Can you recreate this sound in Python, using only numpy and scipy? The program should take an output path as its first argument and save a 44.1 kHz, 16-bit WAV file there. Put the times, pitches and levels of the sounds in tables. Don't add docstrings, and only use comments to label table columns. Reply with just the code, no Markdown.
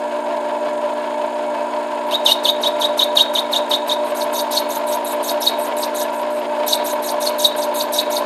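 import sys
import numpy as np
from scipy import signal
from scipy.io import wavfile
from scipy.ndimage import uniform_filter1d

SR = 44100
rng = np.random.default_rng(int(sys.argv[2]) if len(sys.argv) > 2 else 0)


def unload_wav(signal):
    wavfile.write(
        sys.argv[1],
        SR,
        np.round(np.clip(np.atleast_2d(signal).T, -1, 1) * 32767).astype(np.int16),
    )


def convert_level_to_amplitude(level_db):
    exponent = np.asarray(level_db, float) / 20
    return 10 ** exponent


N = 363825
SHAFT_HZ = 24.58


def evened(x):
    return x / np.sqrt(np.mean(x ** 2) + 1e-20)


def colour(x, points):
    f, db = np.transpose(points)
    log_hz = np.log(abs(np.fft.fftfreq(8192, 1 / SR)) + 1)
    log_gain = np.interp(log_hz, np.log(f), np.maximum(db, -100)) * np.log(10) / 20
    response = np.exp(np.conj(signal.hilbert(log_gain)))
    taps = np.fft.ifft(response).real[:4096]
    return signal.oaconvolve(x, taps)[:N]


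def resonate(x, hz, width):
    r = np.exp(-np.pi * width / SR)
    return 2 * signal.lfilter([1 - r], [1, -r * np.exp(2j * np.pi * hz / SR)], x).real


def drift(seconds):
    size = max(int(seconds * SR), 1)
    return evened(uniform_filter1d(uniform_filter1d(rng.standard_normal(N), size), size))


def cutting():
    # hz, level_db, t60_s
    tool_modes = [(2820, -7, 0.044), (3080, -7, 0.011), (3534, 0.5, 0.018), (3801, 4.5, 0.028),
                  (3750, -18, 0.34), (4230, -3.5, 0.032), (4676, -14, 0.031), (6360, -19.5, 0.0069),
                  (9170, -18.5, 0.014), (11790, -14.5, 0.011)]
    # hz, gain_db
    radiated = [(1500, -50), (2500, -0.5), (4000, -13), (6000, -14.5), (9000, -22), (10300, -26),
                (12000, -10), (14500, -25), (16000, -30)]
    layers = np.zeros((3, N + SR))
    for row, knots, snap_db in plan():
        at, *parts = bite(row, knots, snap_db)
        layers[:, at:at + len(parts[0])] = parts
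    snaps, contact, rate_hz = layers[:, :N]
    drive = signal.lfilter([1, -1], [1, -0.7], snaps)
    modes = 0
    for k, (hz, db, t60) in enumerate(tool_modes):
        modes = modes + (-1) ** k * convert_level_to_amplitude(db + 14.5) * resonate(drive, hz, 2.97 / t60)
    return colour(drive, radiated) + modes + scratch(contact, rate_hz + 1)


def plan():
    # start_s, length_s, scratch_db, first_hz, last_hz
    grazes = [
        (2.065, 0.052, -47, 11500, 10500),
        (2.106, 0.06, -35.5, 2580, 4600),
        (4.042, 0.08, -40, 8900, 8150),
    ]
    # scratch_db, snap_db, depth_share
    roughing = [(-26, -4.5, 1.3), (-31, -2.5, 1.07), (-33, -6, .97), (-32.5, -6, .96), (-30.5, -4.5, .99),
                (-29, -1.5, 1.06), (-33, -4, .99), (-33, -4.5, .98), (-32.5, -4.5, .96), (-33, -8, .9)]
    # scratch_db, snap_db, first_hump_hz, second_hump_hz
    finishing = [(-32.5, -7, 6000, 4060), (-30.5, 2.5, 5400, 4550), (-26.5, -2, 4900, 4070),
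                 (-30.5, -1.5, 5900, 6100), (-30, -0.5, 7120, 4960), (-30, -3, 6700, 6700),
                 (-28.5, -2.5, 6100, 4560), (-27, -3, 5150, 3800), (-32.5, -10, 7670, 6200),
                 (-30, -5.5, 7000, 4180), (-27.5, -4.5, 6300, 5000), (-39.5, -2, 6600, 7700),
                 (-42.5, -3, 7600, 7700), (-56, -2, 8940, 7800), (-24.5, -3, 5336, 3940),
                 (-29, -5, 5550, 6060), (-27.5, -8, 6500, 4400), (-27, -4.5, 5500, 4200),
                 (-24.5, -4, 5510, 3760), (-30.5, -0.5, 6860, 4700), (-27, -2.5, 6360, 4370),
                 (-25, -7, 5000, 3820), (-30, -2, 5700, 4380)]
    # segment_rate_hz at depth 1, power by which depth lowers it
    rough_rates = [(4684, 1.3), (2923, 0.284), (3800, 0.89)]
    rough_knots = [0.2, 0.42, .72]
    finish_knots = [.024, .048, .072, .1]
    turn_s = 0.17968
    edge_hz = 13000
    bites = [((s, length, db, first, last), [length], -4) for s, length, db, first, last in grazes]
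    for turn, (db, snap_db, depth) in enumerate(roughing):
        length = 0.084 * depth ** 0.45
        start = 2.294 + turn * turn_s - length / 2
        rates = [hz / depth ** power for hz, power in rough_rates]
        knots = [share * length for share in rough_knots] + [length]
        bites.append(((start, length, db, edge_hz, *rates, edge_hz), knots, snap_db))
    for turn, (db, snap_db, first, second) in enumerate(finishing):
        start = 4.1455 + turn * turn_s
        hollow_hz = 1.26 * max(first, second)
        rates = [edge_hz, first, hollow_hz, second, edge_hz]
        bites.append(((start, 0.109, db, *rates), finish_knots, snap_db))
    return bites


def bite(row, knots, snap_db, uneven=0.053, sizes=0.045):
    mode_hz, lock_span, lock_peak_db = 3765, 0.17, 3
    start, length, db, *rates_hz = row
    t = np.arange(int(length * SR)) / SR

    period = np.interp(t, [0, *knots], 1 / np.array(rates_hz))
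    period = uniform_filter1d(period, 130)
    luck = rng.standard_normal(size=(3, 2500))
    sway = evened(uniform_filter1d(rng.standard_normal(size=12000), 90))
    period = period * (1 + 0.034 * sway[:len(t)])
    off = mode_hz * period - 1
    period = period - 0.58 * off * np.exp(-(off / 0.084) ** 4) / mode_hz

    count = np.cumsum(1 / period) / SR
    whole = np.arange(1, int(count[-1]))
    slip = uneven * convert_level_to_amplitude(0.48 * (db + 30.5)) * luck[0] + 0.0496 * np.cumsum(luck[1])
    at = np.interp(whole + slip[whole], count, np.arange(len(t)))

    ratio = mode_hz * period[at.astype(int)]
    lock_db = lock_peak_db * np.exp(-((ratio - 1) / lock_span) ** 4)
    size = (1 + sizes * luck[2][whole]) * ratio ** 1.76 * convert_level_to_amplitude(lock_db)

    near = at.astype(int)[:, None] + np.arange(-7, 9)
    away = near - at[:, None]
    snaps = np.zeros(len(t) + 32)
    np.add.at(snaps, near + 8, size[:, None] * np.sinc(away) * np.cos(np.pi * away / 18) ** 2)

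    touch = np.clip(np.minimum(t / 0.006, (t[-1] - t) / 0.01), 0, 1)
    snaps = convert_level_to_amplitude(db + snap_db + 24.5) * touch * snaps[8:len(t) + 8]
    return round(start * SR), snaps, convert_level_to_amplitude(db + 2.5) * touch, 1 / period


def scratch(contact, rate_hz, below_db=-15, patchy_db=4.5, tilt_db=-3.0):
    # hz, density_db (per Hz)
    tear_colour = [(1470, -47), (2500, -41), (3320, -29), (3840, 6.5), (4440, -6), (4860, -8.5),
                   (6460, -10), (7350, -18), (8370, -10), (9830, -18), (11700, -7.5), (13100, -19),
                   (15300, -31.5)]
    hz, t, z = signal.stft(rng.standard_normal(N) * contact, SR, nperseg=128, noverlap=96)
    rate_now = np.interp(t, np.arange(N) / SR, rate_hz)
    octaves = np.log2((hz[:, None] + 1) / rate_now)
    gate_db = below_db / (1 + 2 ** (10 * (octaves + 0.13))) + tilt_db * np.clip(octaves, 0, 3)
    streak_db = 11 * np.exp(-(octaves / 0.08) ** 2)
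    streak_db += 11 * np.exp(-((octaves - 1) / 0.06) ** 2)
    streak_db += 6 * np.exp(-((octaves - np.log2(3)) / 0.04) ** 2)
    grain = rng.standard_normal(z.T.shape).T
    patches = evened(uniform_filter1d(uniform_filter1d(grain, 3, 0), 9, 1))
    z = z * convert_level_to_amplitude(gate_db + streak_db + patchy_db * patches)
    torn = signal.istft(z, SR, nperseg=128, noverlap=96)[1][:N]
    unit_gain = np.linalg.norm(colour(signal.unit_impulse(4096), tear_colour))
    return colour(torn, tear_colour) / unit_gain


def workshop(x, low_t60=0.31, high_t60=0.17, split_hz=5500):
    t = np.arange(SR // 2) / SR
    taps = rng.choice([-1., 1.], len(t)) * (rng.random(len(t)) < 0.05) * (t > 0.004)
    low = signal.lfilter(*signal.butter(2, split_hz, fs=SR), taps)
    tail = low * convert_level_to_amplitude(-60 * t / low_t60) + (taps - low) * convert_level_to_amplitude(-60 * t / high_t60)
    return signal.oaconvolve(x, tail / np.linalg.norm(tail))[:N]


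def gears():
    # hz, width_hz, level_db
    casing = [(167.6, 5.4, -27.5), (363, 21, -24.5), (471, 30, -23.5), (558.3, 34, -14),
              (597.6, 14.4, -2.5), (648.6, 24.6, -6), (686, 45, -15.5), (842, 53, -12), (890.2, 9.9, -7),
              (939.7, 35, -6), (988, 29, -13.5), (1074, 32, -21.5), (1379, 15.4, -19.5), (1588, 73, -23.5),
              (1694, 37, -24), (1794, 30, -28.5), (2223, 24, -24.5), (2586, 18, -24)]
    # hz, density_db (per Hz)
    rattle_colour = [(60, -60), (120, -26), (200, -24.5), (270, -10.5), (420, -9), (620, 2), (760, -8),
                     (950, 3), (1250, -12.5), (1900, -16.5), (3000, -17.5), (4000, -21.5), (5000, -27),
                     (7000, -45)]
    # time_s, level_db
    load_curve = [
        (0, -1.5),
        (1.9, -1.5),
        (2.3, .6),
        (8.25, .6),
    ]
    spindle_hz = 5.565
    t = np.arange(N) / SR
    strength = convert_level_to_amplitude(3.2 * np.minimum(rng.exponential(1, N), 3))
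    knocks = strength * (rng.random(N) < 1500 / SR) * rng.choice([-1, 1], N)
    beat_db = 1.65 * np.sin(2 * np.pi * spindle_hz * t + 2.85)
    beat_db += 1.5 * np.sin(2 * np.pi * 27.3 * t) + 1.96 * drift(0.0067)
    sharp = (0.53 * evened(knocks) + 0.8 * rng.standard_normal(N)) * convert_level_to_amplitude(beat_db)
    soft = 0.5 * sharp + 0.73 * rng.standard_normal(N)
    rings = 0
    for k, (hz, width, db) in enumerate(casing):
        ring = resonate(resonate(soft, hz, 1.67 * width), hz, 1.67 * width)
        rings = rings + (-1) ** k * convert_level_to_amplitude(db) * ring
    load = convert_level_to_amplitude(np.interp(t, *np.transpose(load_curve)))
    return load * convert_level_to_amplitude(-27.5) * evened(colour(sharp, rattle_colour)) + convert_level_to_amplitude(-24.5) * evened(rings)


def hum():
    # hz, level_db (rms)
    mains = [(120, -83), (240, -39.5), (360, -39.5), (600, -25.5), (720, -58), (960, -35), (1080, -57),
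             (1320, -57)]
    # order (multiple of the shaft rate), level_db (rms)
    orders = [(12, -37.5), (18, -43.5), (24, -44.5)]
    t = np.arange(N) / SR
    turns = SHAFT_HZ * np.cumsum(1 + 0.00084 * drift(0.27)) / SR
    lines = [(hz * t, db) for hz, db in mains] + [(order * turns, db) for order, db in orders]
    total = 0
    for cycles, db in lines:
        level = np.sqrt(2) * convert_level_to_amplitude(db + 0.48 * drift(0.049))
        total = total + level * np.sin(2 * np.pi * (cycles + rng.random()))
    return total


def brushes():
    # hz, gain_db
    hiss_colour = [(2650, -11), (4500, -19), (4920, -24.5), (5830, -21), (6240, 11.5), (6750, 15),
                   (8220, 9), (9070, 14), (9500, 9), (10300, 5), (12700, 0), (14700, -61), (15600, -35)]
    angle = 2 * np.pi * SHAFT_HZ * np.arange(N) / SR
    pulse_db = 1.7 * np.sin(angle + 0.82) + 1.7 * np.sin(2 * angle + 1.2) + 0.8 * drift(0.0029)
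    return convert_level_to_amplitude(-51) * evened(colour(rng.standard_normal(N) * convert_level_to_amplitude(pulse_db), hiss_colour))


def scene():
    cut = cutting()
    echo = convert_level_to_amplitude(-11.5) * workshop(cut)
    return (cut + echo + gears() + hum() + brushes())[None]


def roll_off(x):
    return signal.sosfilt(signal.butter(12, 15710, fs=SR, output="sos"), x)


def record(dry):
    thin = signal.sosfilt(signal.butter(2, 100, "high", fs=SR, output="sos"), dry)
    limited = thin / (1 + (thin / 0.95) ** 6) ** (1 / 6)
    bent = limited + 0.005 * thin ** 4
    band_limit = signal.firwin(511, 15600, window=("kaiser", 8), fs=SR)
    mix = signal.oaconvolve(bent, band_limit[None], "same")
    return roll_off(mix)


dry = scene()
out = record(dry)
unload_wav(out)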